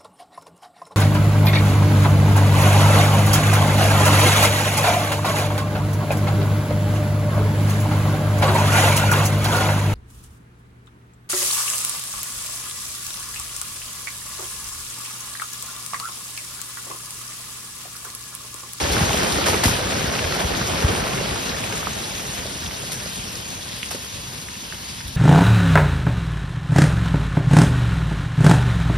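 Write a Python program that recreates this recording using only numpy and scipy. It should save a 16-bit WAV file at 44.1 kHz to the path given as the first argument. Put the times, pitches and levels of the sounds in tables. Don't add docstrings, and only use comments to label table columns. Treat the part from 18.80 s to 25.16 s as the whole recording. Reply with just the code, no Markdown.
import sys
import numpy as np
from scipy import signal
from scipy.fft import rfft, irfft, next_fast_len
from scipy.io import wavfile

SR = 44100
rng = np.random.default_rng(int(sys.argv[2]) if len(sys.argv) > 2 else 0)


def wav_record(signal):
    frames = np.transpose(np.atleast_2d(signal))
    bounded = np.clip(frames, -1, 1)
    quanta = np.round(bounded * 32767).astype(np.int16)
    wavfile.write(sys.argv[1], SR, quanta)


N = 280476
TIME = np.arange(N) / SR
BAND_EDGES_HZ = np.r_[np.geomspace(22, 5000, 16), 5800, 6700, 8300, 10000, 12000, 13500, 16500]

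# pitch in Hz, relative level in dB per Hz.
RUMBLE_COLOUR = [(25, -19), (40, -12), (60, 1.5), (85, -2.5), (150, -1), (230, -7), (400, -25), (900, -70)]
# pitch in Hz, relative level in dB per Hz.
PATTER_COLOUR = [(120, -0.5), (250, 0), (380, -1.5), (500, 0), (750, -3.5), (1100, -5.5), (1700, -7),
                 (3000, -9), (6000, -20), (15000, -74)]
# pitch in Hz, relative level in dB per Hz.
GRIT_COLOUR = [(600, -16), (1300, -4.5), (2200, -3.5), (3400, 1.5), (5000, -2), (7000, 0), (9500, -4.5),
               (12000, -14.5), (15000, -4)]
# start in seconds, envelope peak in dB, pitch in Hz.
CLOD_THUDS = [(0.021, -20, 70.4), (.050, -22, 160), (.099, -18, 70), (.116, -18, 71), (0.144, -19, 73.7),
              (0.2112, -11, 161), (0.221, -12.5, 85), (.236, -18.5, 160), (0.265, -21.5, 90),
              (.296, -20, 86), (.342, -16, 206), (.359, -21.5, 80), (.433, -19, 190), (.541, -18, 175),
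              (.695, -20, 88), (.728, -22, 90), (0.8549, -9.5, 210), (0.8593, -9, 80), (0.879, -21, 85),
              (.889, -18, 190), (.897, -23, 72), (.912, -16, 168), (.925, -23, 76), (1.241, -17.5, 212),
              (1.271, -19, 75), (1.293, -21, 198), (1.4415, -18.5, 72), (1.465, -19, 83),
              (1.643, -16.5, 61.6), (1.812, -14.5, 160), (2.0398, -9, 73), (2.0438, -12.5, 140),
              (2.077, -23, 78), (2.098, -20, 80), (2.129, -20, 175), (2.224, -22, 160), (2.716, -25, 84),
              (2.898, -28, 92), (2.978, -30, 78), (3.162, -27, 190), (3.463, -29, 163), (3.877, -32.5, 65),
              (4.590, -31, 160), (5.153, -32, 280), (6.243, -25, 55), (6.276, -31, 60.6)]
# start in seconds,
# level in dB before the rise and decay act, rise in seconds, decay in seconds, treble tilt in dB per octave.
LUMP_BURSTS = [(.112, -28, 0.0044, 0.02, 3), (.115, -29.5, .003, 0.39, -1), (.328, -23, 0.0029, 0.015, -2),
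               (.430, -18, 0.0026, 0.012, -2.5), (.521, -27, .0024, 0.011, 5),
               (0.656, -19, .005, 0.045, -2), (.680, -22.5, 0.0034, 0.036, 1.5),
               (.730, -23, 0.0032, 0.023, -4), (0.8356, -17, .0008, 0.022, 0.3),
               (.849, -15.5, 0.004, 0.02, 0.5), (.875, -22.5, .003, 0.043, 1.5),
               (1.592, -21.5, 0.0027, 0.026, -2.5), (2.018, -26, .003, 0.051, -4),
               (2.08, -19.5, 0.0021, 0.027, -4.5), (2.10, -27, .025, 0.19, -7),
               (2.921, -25.5, 0.0027, 0.02, -3.5), (4.116, -23.5, 0.0037, 0.018, 2.5),
               (5.105, -19, 0.009, 0.013, 1), (5.142, -30.5, .0024, 0.02, -1),
               (5.928, -38, .002, 0.018, -2.5), (6.272, -29.5, .006, .012, 7)]
# pitch in Hz, relative level in dB per Hz.
CRUMB_COLOUR = [(150, -11), (280, -8), (500, 2.5), (1500, 0), (3000, -2.5), (6000, -2), (10000, -5),
                (15000, -15.5)]
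# start in seconds, level in dB,
# pitch in Hz, build-up of the ring in cycles, left minus right in dB.
PEBBLE_TICKS = [(.126, -15, 5000, .9, 5), (.166, -16, 504, .6, 0), (.1665, -13, 1420, 1.2, -1),
                (.207, -15.5, 775, .8, -1), (.229, -15, 1250, 1.1, 3), (.307, -12.5, 875, 0.74, 5),
                (.331, -10.5, 2900, 1.1, -7), (.345, -14, 606, 0.75, -3), (.448, -12, 2800, 0.69, 0),
                (.523, -8, 4230, 0.96, -8), (.586, -15, 546, .9, 0), (.664, -15.5, 380, .8, -1),
                (.666, -16, 1700, 1.2, 4), (.667, -17, 850, .8, 0), (.681, -18, 2300, .7, 5),
                (.685, -12, 460, 0.66, 0), (.686, -14, 1050, 0.59, 0), (.712, -17, 520, .8, 0),
                (.732, -15, 700, 0.54, 0), (.741, -15.5, 433, 1.4, -2), (.743, -12, 2400, 1.1, 0),
                (.758, -18, 450, 0.71, 0), (.8365, -10, 1790, 1.1, -1), (.837, -15.5, 900, 0.73, 0),
                (.847, -12, 1650, 1.2, 0), (.852, -16, 700, 0.49, 0), (.8805, -13.5, 1000, 1.1, 6),
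                (1.004, -18, 610, .9, 4), (1.208, -19, 1250, .7, -3), (1.353, -15.5, 3700, 1.2, 0),
                (1.3912, -12, 2520, 0.65, 0), (1.392, -20, 1200, .7, 0), (1.3938, -12, 2600, 0.74, -1),
                (1.424, -20, 494, 1, -2), (1.443, -17, 1900, .8, 0), (1.449, -17, 1500, 0.8, 0),
                (1.522, -18, 1260, .8, -3), (1.596, -20, 3900, .9, 3), (1.606, -20, 1260, 0.64, -7),
                (1.610, -18, 640, 1.1, -3), (1.815, -15, 1140, 0.85, -3), (1.896, -14, 2600, 0.68, 1),
                (1.956, -14, 2300, .6, 2), (1.975, -13, 3500, .8, 3), (2.033, -20, 1450, 0.52, -2),
                (2.047, -19, 1270, .7, 0), (2.082, -15, 3200, 0.72, -3), (2.085, -15.5, 690, 0.98, 0),
                (2.092, -17, 2960, 1.3, -3), (2.094, -17, 430, 1.1, -1), (2.219, -20, 2200, 1, -1),
                (2.335, -19, 2530, .8, -6), (2.380, -15, 2600, .7, 3), (2.410, -17.5, 487, 1.1, -3),
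                (2.559, -20, 1200, 0.74, -3), (2.6935, -13, 3900, 1, 0), (2.7455, -18.5, 1750, 1.3, -2),
                (2.839, -15, 2440, 1.2, 0), (2.901, -18.5, 845, 0.66, 5), (2.9255, -15, 2250, 0.73, 2),
                (3.029, -18.5, 1200, .8, -5), (3.0708, -10.5, 1190, 0.86, -5), (3.132, -18, 5070, 0.65, 0),
                (3.242, -18, 4040, 1.3, -2), (3.324, -29, 750, 0.78, -4), (3.396, -24, 1450, .7, -2),
                (3.592, -20, 2200, .6, 0), (3.656, -23.5, 530, 0.99, 0), (3.666, -19, 4300, 1.2, -4),
                (3.840, -23, 6000, 0.83, 2), (3.848, -27, 1160, 0.61, -8), (3.8625, -17, 3280, 1.5, 0),
                (3.910, -21, 1850, .6, -5), (4.036, -29, 530, 1.4, 1), (4.202, -22, 2740, .8, 0),
                (4.258, -18, 4700, 1.6, -10), (4.260, -26, 540, 0.93, -1), (4.395, -25, 2740, 0.74, -8),
                (4.555, -17, 5200, 2, 1), (4.896, -34, 1850, 1.5, 0), (5.0302, -10, 2750, 0.95, -3),
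                (5.112, -28.5, 670, 1.3, 5), (5.115, -23, 1700, 0.73, 3), (5.1473, -20.5, 440, 0.66, 0),
                (5.245, -30, 1460, 0.73, -2), (5.467, -32, 1100, .7, -3), (5.686, -24, 1900, 1, -1),
                (5.755, -26, 2000, .8, -10), (5.9242, -19, 1650, 0.92, -8), (5.946, -26, 2700, .6, 1.5),
                (6.206, -25.5, 1770, 1.2, -8), (6.2805, -23, 3480, 2.5, -2)]
# centre in Hz, width in Hz, rms level in dB.
FOREST_BANDS = [(175, 150, -52), (1003, 200, -49.5), (1680, 170, -59), (4800, 1100, -50),
                (10300, 3000, -48)]
# pitch in Hz, likeness of left and right from 0 to 1.
PORT_LIKENESS = [(60, 0.97), (150, 0.92), (300, 0.67), (600, 0.1), (1100, 0.34), (2400, 0.25), (3600, 0.47),
                 (4800, 0.54), (6000, 0.64), (7500, 1), (9200, 0.3), (11000, 1), (15000, 0.95)]
# pitch in Hz, lead in turns.
RIGHT_PORT_LEAD = [(0, 0), (850, .28), (1200, .26), (2100, .03), (3000, -.13), (3900, 0), (5400, 0),
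                   (6700, .48), (8100, .52), (9400, .72), (10100, .98), (12200, 1.03), (13300, 1.5)]
# pitch in Hz, left minus right in dB.
PORT_LEVEL_GAP = [(60, 1.5), (110, 0.5), (200, 1), (360, 0.5), (650, -1), (1190, -1.5), (1550, -1.5),
                  (1830, -1.5), (2160, 0.5), (3920, 0.5), (4700, 2), (5200, 0.5), (6000, 3), (7130, 1.5),
                  (13000, 0)]

FIRST_WAVE_DB, FIRST_WAVE_END_S, FIRST_WAVE_EBB_S = 2, 0.9, 0.14
THINNING_S = 1.57
RUMBLE_DB, RUMBLE_FADE_DB_PER_S, RUMBLE_DOWN_S, RUMBLE_THINNING_DB = -32.5, 0.08, 2.4, 4.5
PATTER_DB, PATTER_FADE_DB_PER_S, PATTER_DOWN_S, PATTER_THINNING_DB = -26.5, -0.01, 2.3, 10.5
GRIT_DB, GRIT_FADE_DB_PER_S, GRIT_DOWN_S, GRIT_THINNING_DB = -28.5, 0.6859, 3.56, 2
STRAYS_PER_S, STRAY_DB, STRAY_SPREAD_DB, STRAY_LOW_HZ, STRAY_HIGH_HZ = 27, -24, 3.5, 448, 4350
STRAY_FADE_DB_PER_S, STRAY_THINNING_DB = 3.5, 4
STRAY_CYCLES = 0.99
STRAY_PAN_DB = 8


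def from_db(db):
    return 10 ** (np.asarray(db) / 20)


def rms_one(x):
    return x / np.sqrt(np.mean(x ** 2) + 1e-20)


def at_hz(points, hz):
    freqs, values = np.transpose(points)
    return np.interp(np.log(hz), np.log(freqs), values)


def drift(rate_hz):
    step = 40
    pole = np.exp(-2 * np.pi * rate_hz * step / SR)
    noise = rng.standard_normal(N // step + 2002)
    slow = signal.lfilter([1], [1, -2 * pole, pole * pole], noise)[2000:]
    return np.interp(np.arange(N) / step, np.arange(len(slow)), rms_one(slow))


def band(x, low, high):
    sections = signal.butter(2, [low, min(high, .45 * SR)], "band", fs=SR, output="sos")
    return signal.sosfilt(sections, x + 1e-18)


def spread(pair, hz):
    alike = np.clip(at_hz(PORT_LIKENESS, hz), 0, .995)
    middle = np.sqrt(1 + alike) * pair[0]
    side = np.sqrt(1 - alike) * pair[1]
    return middle + side * np.array([[1], [-1]])


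def impacts(per_s, size_db):
    at = np.flatnonzero(rng.random(N) < per_s / SR)
    size = from_db(size_db * np.minimum(rng.exponential(1, len(at)), 4.5))
    bearing = rng.uniform(0, 2 * np.pi, len(at))
    clicks = np.zeros((2, N))
    clicks[:, at] = size * np.array([np.cos(bearing), np.sin(bearing)])
    return rms_one(clicks)


def swing(t, hz, swell_s):
    envelope = (t / swell_s) ** 2 * np.exp(2 - 2 * t / swell_s)
    return envelope * np.sin(2 * np.pi * hz * t)


def falling(t, db, fade_db_per_s, down_s, thinning_db):
    first_wave = FIRST_WAVE_DB * (1 - np.tanh((t - FIRST_WAVE_END_S) / FIRST_WAVE_EBB_S)) / 2
    doublings = np.log2(1 + np.maximum(t - down_s, 0) / THINNING_S)
    return from_db(db + first_wave - fade_db_per_s * t - thinning_db * doublings)


def shower(colour, per_s, size_db, wash_db, clump_db, patchy_db):
    out = np.zeros((2, N))
    clumps = drift(16.4)
    wash = rng.standard_normal((2, 2, N))
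    lower = impacts(per_s, size_db)
    for k, (low, high) in enumerate(zip(BAND_EDGES_HZ, BAND_EDGES_HZ[1:])):
        hz = np.sqrt(low * high)
        if not colour[0][0] / 2 < hz < colour[-1][0] * 2:
            continue
        upper = impacts(per_s, size_db)
        drive = (lower + upper) * (-1) ** k + from_db(wash_db) * wash[k % 2]
        level = from_db(at_hz(colour, hz) + patchy_db * drift(6.7))
        out += level * band(spread(drive, hz), low, high)
        lower = upper
    return rms_one(out * from_db(clump_db * clumps))


def twigs(colour, low_hz, high_hz, per_s, cycles, size_db, count):
    out = np.zeros((2, N))
    for hz in np.geomspace(low_hz, high_hz, count):
        pole = np.exp(-hz / (cycles * SR))
        turn = 2 * np.pi * hz / SR
        strikes = spread(impacts(per_s / count, size_db), hz) + 1e-18
        ring = signal.lfilter([1, 0, -1], [1, -2 * pole * np.cos(turn), pole * pole], strikes)
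        out += from_db(at_hz(colour, hz)) * np.sqrt(hz) * rms_one(ring)
    return rms_one(out)


def strays():
    when, size, pitch, ring, side = rng.random((int(STRAYS_PER_S * N / SR), 5)).T
    level_db = STRAY_SPREAD_DB * (2 * size - 1)
    hz = STRAY_LOW_HZ * (STRAY_HIGH_HZ / STRAY_LOW_HZ) ** pitch
    cycles = STRAY_CYCLES * (.5 + ring)
    pan_db = STRAY_PAN_DB * (2 * side - 1)
    pebbles = zip(when * TIME[-1], level_db, hz, cycles, pan_db)
    fall = falling(TIME, STRAY_DB, STRAY_FADE_DB_PER_S, PATTER_DOWN_S, STRAY_THINNING_DB)
    return fall * ticks(pebbles)


def forest():
    out = np.zeros((2, N))
    for hz, width, db in FOREST_BANDS:
        noise = spread(rng.standard_normal((2, N)), hz)
        out += from_db(db) * rms_one(band(noise, max(hz - width / 2, 20), hz + width / 2))
    return out


def thuds(swell_cycles=0.55):
    out = np.zeros(N)
    for start, db, hz in CLOD_THUDS:
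        place = out[int(start * SR):][:SR // 4]
        place -= from_db(db) * swing(TIME[:len(place)], hz, swell_cycles / hz)
    return out


def bursts(crumbs_per_s=4200, crumb_db=3.5):
    centres = np.sqrt(BAND_EDGES_HZ[1:] * BAND_EDGES_HZ[:-1])[4:]
    lows, highs = BAND_EDGES_HZ[-len(centres) - 1:-1], BAND_EDGES_HZ[-len(centres):]
    out, power, t = np.zeros((2, N)), np.zeros((len(centres), N)), TIME[:SR]
    for start, db, rise, decay, tilt in LUMP_BURSTS:
        colour = from_db(at_hz(CRUMB_COLOUR, centres) + tilt * np.log2(centres)) ** 2
        colour /= np.sum(colour * (highs - lows)) / (SR / 2)
        shape = from_db(db) * (1 - np.exp(-t / rise)) * np.exp(-t / decay)
        place = power[:, int(start * SR):][:, :len(t)]
        place += np.outer(colour, shape ** 2)[:, :place.shape[1]]
    crumbs = [impacts(crumbs_per_s, crumb_db), impacts(crumbs_per_s, crumb_db)]
    for k, hz in enumerate(centres):
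        spray = spread(crumbs[k % 2], hz) * np.sqrt(power[k])
        out += band(spray, lows[k], highs[k])
    return out


def ticks(pebbles, rebound_s=0.00326, rebound_db=-12, scatter_db=-20, scatter_s=0.014, scatter_octaves=0.85):
    out, t = np.zeros((2, N)), TIME[:SR // 10]
    reach = 2 ** (scatter_octaves / 2)
    for start, db, hz, cycles, pan_db in pebbles:
        strike = swing(t, hz, cycles / hz)
        rebound = swing(np.maximum(t - rebound_s, 0), hz, cycles / hz)
        knock = strike + from_db(rebound_db) * rebound
        sides = rms_one(from_db([[pan_db / 2], [-pan_db / 2]]))
        noise = band(rng.standard_normal((2, len(t))), hz / reach, hz * reach)
        tail = rms_one(noise) * np.exp(-t / scatter_s)
        tick = from_db(db) * (sides * knock + from_db(scatter_db) * tail)
        place = out[:, int(start * SR):][:, :len(t)]
        place += tick[:, :place.shape[1]]
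    return out


def across_ports(sound):
    size = next_fast_len(N + SR // 10)
    hz = np.arange(size // 2 + 1) * SR / size
    turns = np.interp(hz, *np.transpose(RIGHT_PORT_LEAD))
    shift = np.exp(-1j * np.pi * turns * np.array([[1], [-1]]))
    return irfft(rfft(sound, size) * shift, size)[:, :N]


def scene(sticks_db=-4.5, leaves_db=-7):
    earth = falling(TIME, RUMBLE_DB, RUMBLE_FADE_DB_PER_S, RUMBLE_DOWN_S, RUMBLE_THINNING_DB)
    clods = falling(TIME, PATTER_DB, PATTER_FADE_DB_PER_S, PATTER_DOWN_S, PATTER_THINNING_DB)
    fines = falling(TIME, GRIT_DB, GRIT_FADE_DB_PER_S, GRIT_DOWN_S, GRIT_THINNING_DB)
    rumble = earth * shower(RUMBLE_COLOUR, per_s=120, size_db=2.0, wash_db=1.5, clump_db=1.5, patchy_db=1.0)
    patter = clods * shower(PATTER_COLOUR, per_s=300, size_db=3.0, wash_db=1, clump_db=1.08, patchy_db=0.0)
    struck_sticks = twigs(PATTER_COLOUR, 328.9, 1909, per_s=500, cycles=16.0, size_db=1.0, count=36)
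    sticks = clods * from_db(sticks_db) * struck_sticks
    grit = fines * shower(GRIT_COLOUR, per_s=700, size_db=1.0, wash_db=3.5, clump_db=1.0, patchy_db=1.7)
    struck_leaves = twigs(GRIT_COLOUR, 1797, 6804, per_s=1000, cycles=53.0, size_db=1.9, count=44)
    leaves = fines * from_db(leaves_db) * struck_leaves
    around = rumble + patter + sticks + grit + leaves + strays() + forest() + bursts()
    return across_ports(around) + thuds() + ticks(PEBBLE_TICKS)


def record(dry, low_cut_hz=36, top_cut_hz=13500):
    size = next_fast_len(N + SR // 10)
    hz = np.arange(size // 2 + 1) * SR / size
    ports = from_db(np.array([[1], [-1]]) * at_hz(PORT_LEVEL_GAP, hz + 1) / 2)
    heard = irfft(rfft(dry, size) * ports, size)[:, :N]
    heard = signal.sosfilt(signal.butter(4, low_cut_hz, "high", fs=SR, output="sos"), heard)
    return signal.sosfilt(signal.ellip(12, .2, 80, top_cut_hz, fs=SR, output="sos"), heard)


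dry = scene()
out = record(dry)
wav_record(out)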